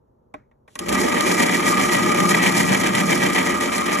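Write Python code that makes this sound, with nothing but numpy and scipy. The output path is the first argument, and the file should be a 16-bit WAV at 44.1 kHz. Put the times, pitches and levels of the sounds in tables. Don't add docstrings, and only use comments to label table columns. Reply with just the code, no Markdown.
import sys
import numpy as np
from scipy import signal
from scipy.fft import rfft, irfft
from scipy.io import wavfile

SR = 44100
rng = np.random.default_rng(int(sys.argv[2]) if len(sys.argv) > 2 else 0)


def output_pcm(signal):
    pcm = np.clip(np.atleast_2d(signal).T, -1, 1) * 32767
    wavfile.write(sys.argv[1], SR, np.round(pcm).astype(np.int16))


N = 176400
TIME = np.arange(N) / SR
PAIR = (2, N)

# (frequency [Hz], relative density [dB per Hz])
ROOM_TONE = [(15, -34), (25, -4), (140, -6), (182, -15), (244, -4), (271, -13), (616, -11), (703, -20),
             (940, -17.5), (2310, -52), (14000, -55)]
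ROOM_TONE_DB = -59.5

# (time [s], relative level [dB], treble against middle [dB], bass against middle [dB])
TAP_EVENTS = [(0.34, -27.5, -10, 2), (0.513, -53.5, -14, 2), (.678, -39, -10, -5), (0.7546, -27, 8, -6),
              (0.7906, -26.5, 17.5, -6)]
# (frequency [Hz], relative level [dB], 60 dB decay [s])
TAP_MODES = [(290, -8.5, 0.12), (427, -6.5, .07), (610, 2, 0.075), (804, 5, 0.029), (1090, 5.5, 0.032),
             (1575, -3, 0.028), (1900, -0.5, 0.025), (2380, 2, 0.0082), (3600, -8, 0.0093)]
# (frequency [Hz], relative level [dB])
CRACK = [(1500, -11), (3200, 2.5), (4700, -3), (7000, 0), (10000, 1.5), (13000, -16), (16000, -43)]
# (frequency [Hz], relative level [dB])
ROOM_COLOUR = [(200, 7), (2200, -3), (3000, -23), (7500, -28), (12000, -40)]
TAP_BODY_DB, CRACK_DB, TAIL_DB = -27, -11.5, -18
CONTACT_T60_S, CRACK_T60_S, ROOM_T60_S = 0.045, 0.035, 0.25

SLIDE_FROM_S, SLIDE_TO_S, SLIDE_DB = 0.68, 0.80, -63.5

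MOTOR_ON_S, SPIN_UP_S, BITE_S, BITE_RISE_S = 0.776, 0.043, 0.854, 0.068
HUM_HZ, HUM_DB, SHAKE_DB = 67.3, -51.5, -56
JOLT_S, JOLT_LENGTH_S, JOLT_DB = 0.925, 0.045, 13

# (time [s], rate [turns per s])
TURN_RATE = [(.8, 7.85), (1.4, 7.74), (2.0, 7.63), (3.0, 7.63), (3.5, 7.68), (4.0, 7.72)]
TURN_ANCHOR_S, TURNS_AT_ANCHOR = 1.0, -0.085
# (time [s], housing level [dB], gears level [dB], rasp level [dB], chips level [dB])
LOAD = [(0.95, -20.5, -23.5, -23, -29), (1.05, -19.5, -28, -24, -31), (1.2, -21, -24, -21.5, -29.5),
        (1.35, -19.5, -25, -21, -25.5), (1.55, -21.5, -25.5, -21.0, -28.5), (1.75, -21.5, -20, -23, -30),
        (1.9, -22, -24.5, -21.5, -28.5), (2.05, -20.5, -24, -22.5, -30.5), (2.25, -20, -21, -23.5, -29),
        (2.45, -21, -27, -19, -27), (2.65, -20.5, -28, -22, -27.9), (2.85, -22, -26.5, -21, -29.5),
        (3.1, -20.5, -27.5, -23, -29.3), (3.35, -22, -27, -22, -31.5), (3.55, -23.4, -24.5, -24.5, -32.1),
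        (3.75, -24.5, -25.5, -24, -32.5), (3.9, -23, -24.5, -24, -32.5), (4.0, -23, -26.5, -22.5, -31)]
# (position [share of a turn], cutting [dB], gears [dB], housing [dB])
TURN_SWING = [(.1, 3, 1.5, 3.5), (.25, 2.5, -5, 2), (.4, 1, -1.5, 3), (.57, -1, 4.5, 0.6),
              (.72, -3.5, -1, -0.3), (.87, 1.5, -1.5, 0.5)]
# (time [s], cutting swing [share])
WOBBLE = [(1.0, 0.067), (1.5, 0.22), (2.0, 0.88), (2.65, 1.23), (3.2, 1.36), (4.0, 0.54)]
ROLLS_PER_TURN, ROLL_DB = 4.56, 1.2

GEAR_HZ, GEAR_WIDTH_HZ, TEETH_PER_TURN = 1215.4, 40, 140
WHINE_DB, MESH_DB, GEARS_IDLE_DB = -2.5, -10.5, -15

FLUTES_PER_TURN, FLUTE_JITTER, FLUTE_SPREAD_DB = 56, 0.3, 2.5

# (frequency [Hz], width [Hz], relative level [dB])
HOUSING_MODES = [(118, 28, -15), (170.3, 12, -3.5), (193.6, 9.8, 3), (201.2, 14.8, 0), (231, 41, -3.5),
                 (274, 34, -3), (318.5, 18, -4.5), (354.5, 14.7, -2), (446, 67, -10.5), (594.3, 31, -4.5),
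                 (843, 47, -12.5)]
# (time [s], added level [dB])
BOOM = [(1.0, -2.5), (1.7, 0.5), (2.1, 1.5), (2.8, 5), (3.3, 2.5), (3.7, -4)]
BOOM_BELOW_HZ, HOUSING_DB, HOUSING_IDLE_DB = 210, -2.5, -9.5

# (frequency [Hz], relative density [dB per Hz])
RASP = [(400, -20), (700, -3.5), (1000, -1), (1400, -12), (1650, -5.5), (1830, -3), (1920, 5), (2050, -4),
        (2330, 1), (2550, -8), (2750, -14.5), (3050, -6.5), (3800, -17.5), (5000, -23.5), (9000, -78)]
# (frequency [Hz], relative density [dB per Hz])
CHIPS = [(2500, -17), (4300, -3), (4800, -3), (5500, 0), (6100, -3), (7000, 1.5), (8500, -2.5), (10000, -1),
         (11200, -6), (12000, -12), (13000, -12.5), (13600, -35), (15000, -25.5)]
RASP_DB, CHIPS_DB, CUTTER_IDLE_DB = -2, -0.5, -15
CHIPS_PER_S, CHIP_SPREAD_DB, FLUTE_T60_S = 14000, 2.0, 0.028
CASE_ECHO_DB, CASE_T60_S = -8, 0.062

# (time [s], relative level [dB])
SPLINTER_EVENTS = [(0.885, -20), (0.891, -17), (.926, -17), (2.202, -14.5), (1.207, -13), (2.431, -19),
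                   (2.951, -12.5), (3.781, -18), (3.861, -21)]
SPLINTER_T60_S, SPLINTER_CRACK_DB, SPLINTER_BODY_DB = 0.038, -4.5, -5.5

# (frequency [Hz], left lead [radians])
PORT_PHASE = [(60, .1), (330, .8), (450, -1.2), (620, -3.1), (900, -4.2), (1100, -2.3), (1220, -.6),
              (2000, 0), (2350, .7), (3200, 0), (4100, 1.4), (4800, 3.1), (5750, 6.2), (6300, 6.35),
              (8300, 8.7), (8800, 9.35), (9400, 9.5), (11700, 12.4), (13200, 12.6), (14000, 14.8)]
# (frequency [Hz], likeness [0 to 1])
PORT_LIKENESS = [(70, .96), (150, .82), (340, .88), (650, .65), (850, .35), (1220, .6), (1450, .35),
                 (1950, .92), (2400, .78), (2900, .2), (4000, .4), (4900, .82), (6000, .92), (7500, .84),
                 (9000, .99), (10800, .8), (12500, .98)]
CUTOFF_HZ = 15400


def from_db(db):
    return 10 ** (np.asarray(db) / 20)


def rms_one(x):
    return x / np.sqrt(np.mean(x ** 2) + 1e-20)


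def in_time(rows):
    s, *columns = np.transpose(rows)
    return [np.interp(TIME, s, column) for column in columns]


def at_hz(points):
    hz, value = np.transpose(points)
    bin_hz = np.arange(N + 1) * SR / (2 * N)
    return np.interp(np.log(bin_hz + 1), np.log(hz), value)


def drift(rate):
    step = 40
    r = np.exp(-2 * step * np.pi * rate / SR)
    chance = rng.standard_normal(N // step + 2002)
    slow = signal.lfilter([1], [1, -2 * r, r * r], chance)[2000:]
    return np.interp(np.arange(N) / step, np.arange(len(slow)), rms_one(slow))


def colour(x, spectrum):
    cepstrum = irfft(np.log(from_db(at_hz(spectrum))))
    cepstrum[1:N] *= 2
    cepstrum[N + 1:] = 0
    response = np.exp(rfft(cepstrum))
    return irfft(rfft(x, 2 * N) * response)[..., :N]


def noise(spectrum):
    return rms_one(colour(rng.standard_normal(PAIR), spectrum))


def resonate(x, hz, width_hz):
    r = np.exp(-np.pi * width_hz / SR)
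    top = np.array([1, 0, -1]) * (1 - r * r) / 2
    return signal.lfilter(top, [1, -2 * r * np.cos(2 * np.pi * hz / SR), r * r], x + 1e-18)


def ring(x, hz, t60):
    r = from_db(-60 / (t60 * SR))
    w = 2 * np.pi * hz / SR
    return signal.lfilter([0, np.sin(w)], [1, -2 * r * np.cos(w), r * r], x + 1e-18)


def fade(x, t60):
    return signal.lfilter([1], [1, -from_db(-60 / (t60 * SR))], x + 1e-18)


def clicks(s, sizes):
    samples = np.clip(s * SR, 0, N).astype(int)
    return np.bincount(samples, sizes, N + 1)[:N]


def burst(s, db, t60):
    return fade(clicks(s, from_db(db)), t60)


def room_floor():
    return from_db(ROOM_TONE_DB) * noise(ROOM_TONE)


def taps():
    s, db, treble_db, bass_db = np.transpose(TAP_EVENTS)
    chatter = rng.standard_normal(PAIR)
    body = np.zeros(PAIR)
    for k, (hz, mode_db, t60) in enumerate(TAP_MODES):
        contact = burst(s, db + mode_db + bass_db * (hz < 900), CONTACT_T60_S)
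        body += (-1) ** k * ring(chatter * contact, hz, t60)
    crack = burst(s, db + treble_db + CRACK_DB, CRACK_T60_S) * noise(CRACK)
    tail = burst(s, db + TAIL_DB, ROOM_T60_S) * noise(ROOM_COLOUR)
    return from_db(TAP_BODY_DB) * body + crack + tail


def slide():
    sliding = (TIME > SLIDE_FROM_S) * (TIME < SLIDE_TO_S)
    return from_db(SLIDE_DB + 1.4 * drift(40)) * noise(CRACK) * sliding


def engage(idle_db):
    spin = np.clip((TIME - MOTOR_ON_S) / SPIN_UP_S, 0, 1)
    bite = np.clip((TIME - BITE_S) / BITE_RISE_S, 0, 1)
    return spin * from_db(idle_db * (1 - bite))


def motor():
    strain_db = JOLT_DB * np.exp(-((TIME - JOLT_S) / JOLT_LENGTH_S) ** 2)
    hum = rms_one(np.sin(2 * np.pi * HUM_HZ * TIME + 0.56 * drift(3)))
    hum = hum * [[1], [0]]
    shake = rms_one(resonate(rng.standard_normal(PAIR), hz=63.4, width_hz=53))
    sound = from_db(HUM_DB + 2 * drift(5.3)) * hum + from_db(SHAKE_DB) * shake
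    return sound * from_db(strain_db) * engage(idle_db=2)


def gears(turns, level_db):
    mesh = rms_one(np.sin(2 * np.pi * TEETH_PER_TURN * turns + 1.68 * drift(6.4)))
    mesh = mesh * [[1], [0]]
    rattle = resonate(rng.standard_normal(PAIR), GEAR_HZ, GEAR_WIDTH_HZ)
    whine = rms_one(resonate(rattle, GEAR_HZ, width_hz=500))
    sound = from_db(MESH_DB) * mesh + from_db(WHINE_DB) * whine
    return sound * from_db(level_db) * engage(GEARS_IDLE_DB)


def flute_strikes(turns):
    timing, force = rng.standard_normal((2, 2400))
    at_turn = turns[0] + (np.arange(len(timing)) + FLUTE_JITTER * timing) / FLUTES_PER_TURN
    s = np.interp(at_turn, turns, TIME, right=TIME[-1] + 1)
    return clicks(s, from_db(FLUTE_SPREAD_DB * np.clip(force, -2, 2)))


def housing(strikes, level_db):
    knocks = strikes * rng.choice([-1, 1], PAIR)
    boom_db = in_time(BOOM)[0]
    shell = np.zeros(PAIR)
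    for k, (hz, width_hz, db) in enumerate(HOUSING_MODES):
        mode_db = db + boom_db * (hz < BOOM_BELOW_HZ)
        shell += (-1) ** k * from_db(mode_db) * resonate(knocks, hz, width_hz)
    shell = signal.sosfilt(signal.butter(2, [90, 1100], "band", fs=SR, output="sos"), shell)
    return from_db(HOUSING_DB + level_db) * rms_one(shell) * engage(HOUSING_IDLE_DB)


def fractures(strikes):
    sizes_db = CHIP_SPREAD_DB * np.minimum(rng.exponential(1, PAIR), 4)
    sizes = from_db(sizes_db) * rng.choice([-1, 1], PAIR)
    happens = rng.random(PAIR) < CHIPS_PER_S / SR
    return sizes * happens * fade(strikes, FLUTE_T60_S)


def case(x):
    dying = from_db(-60 * TIME / CASE_T60_S) * (TIME > 0.002)
    echoes = rms_one(rng.standard_normal(N) * dying) / np.sqrt(N)
    reflected = irfft(rfft(x, 2 * N) * rfft(echoes, 2 * N))[:, :N]
    return rms_one(x + from_db(CASE_ECHO_DB) * reflected)


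def cutter(strikes, rasp_db, chips_db):
    rasp = case(colour(fractures(strikes), RASP))
    rasp = from_db(RASP_DB + rasp_db + 1.75 * drift(36)) * rasp
    chips = case(colour(fractures(strikes), CHIPS))
    chips = from_db(CHIPS_DB + chips_db + 2.4 * drift(23)) * chips
    return (rasp + chips) * engage(CUTTER_IDLE_DB)


def splinters():
    s, db = np.transpose(SPLINTER_EVENTS)
    crack = from_db(SPLINTER_CRACK_DB) * noise(CRACK)
    body = from_db(SPLINTER_BODY_DB) * noise(RASP)
    return burst(s, db, SPLINTER_T60_S) * (crack + body)


def microphones(pair):
    alike = np.clip(at_hz(PORT_LIKENESS), 0, 0.995)
    sides = np.array([[1], [-1]])
    shared, differing = rfft(pair, 2 * N)
    ports = shared * np.sqrt((1 + alike) / 2) + sides * differing * np.sqrt((1 - alike) / 2)
    lead = np.exp(0.5j * at_hz(PORT_PHASE) * sides)
    return irfft(ports * lead)[:, :N]


def scene():
    turns = np.cumsum(in_time(TURN_RATE)[0]) / SR
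    turns = turns - np.interp(TURN_ANCHOR_S, TIME, turns) + TURNS_AT_ANCHOR
    share, *swings = np.transpose(TURN_SWING)
    cut_swing, gear_swing, housing_swing = [np.interp(turns, share, c, period=1) for c in swings]
    housing_db, gears_db, rasp_db, chips_db = in_time(LOAD)
    roll_db = ROLL_DB * np.cos(2 * np.pi * ROLLS_PER_TURN * turns)
    cut_db = in_time(WOBBLE)[0] * cut_swing + roll_db
    strikes = flute_strikes(turns)

    machine = motor() + gears(turns, gears_db + gear_swing)
    machine += housing(strikes, housing_db + housing_swing)
    machine += cutter(strikes, rasp_db + cut_db, chips_db + 0.94 * cut_db)
    return microphones(room_floor() + taps() + slide() + machine + splinters())


def record(dry):
    dry = signal.sosfilt(signal.butter(2, 45, "high", fs=SR, output="sos"), dry)
    return signal.sosfilt(signal.cheby2(16, 70, CUTOFF_HZ + 700, fs=SR, output="sos"), dry)


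dry = scene()
out = record(dry)
output_pcm(out)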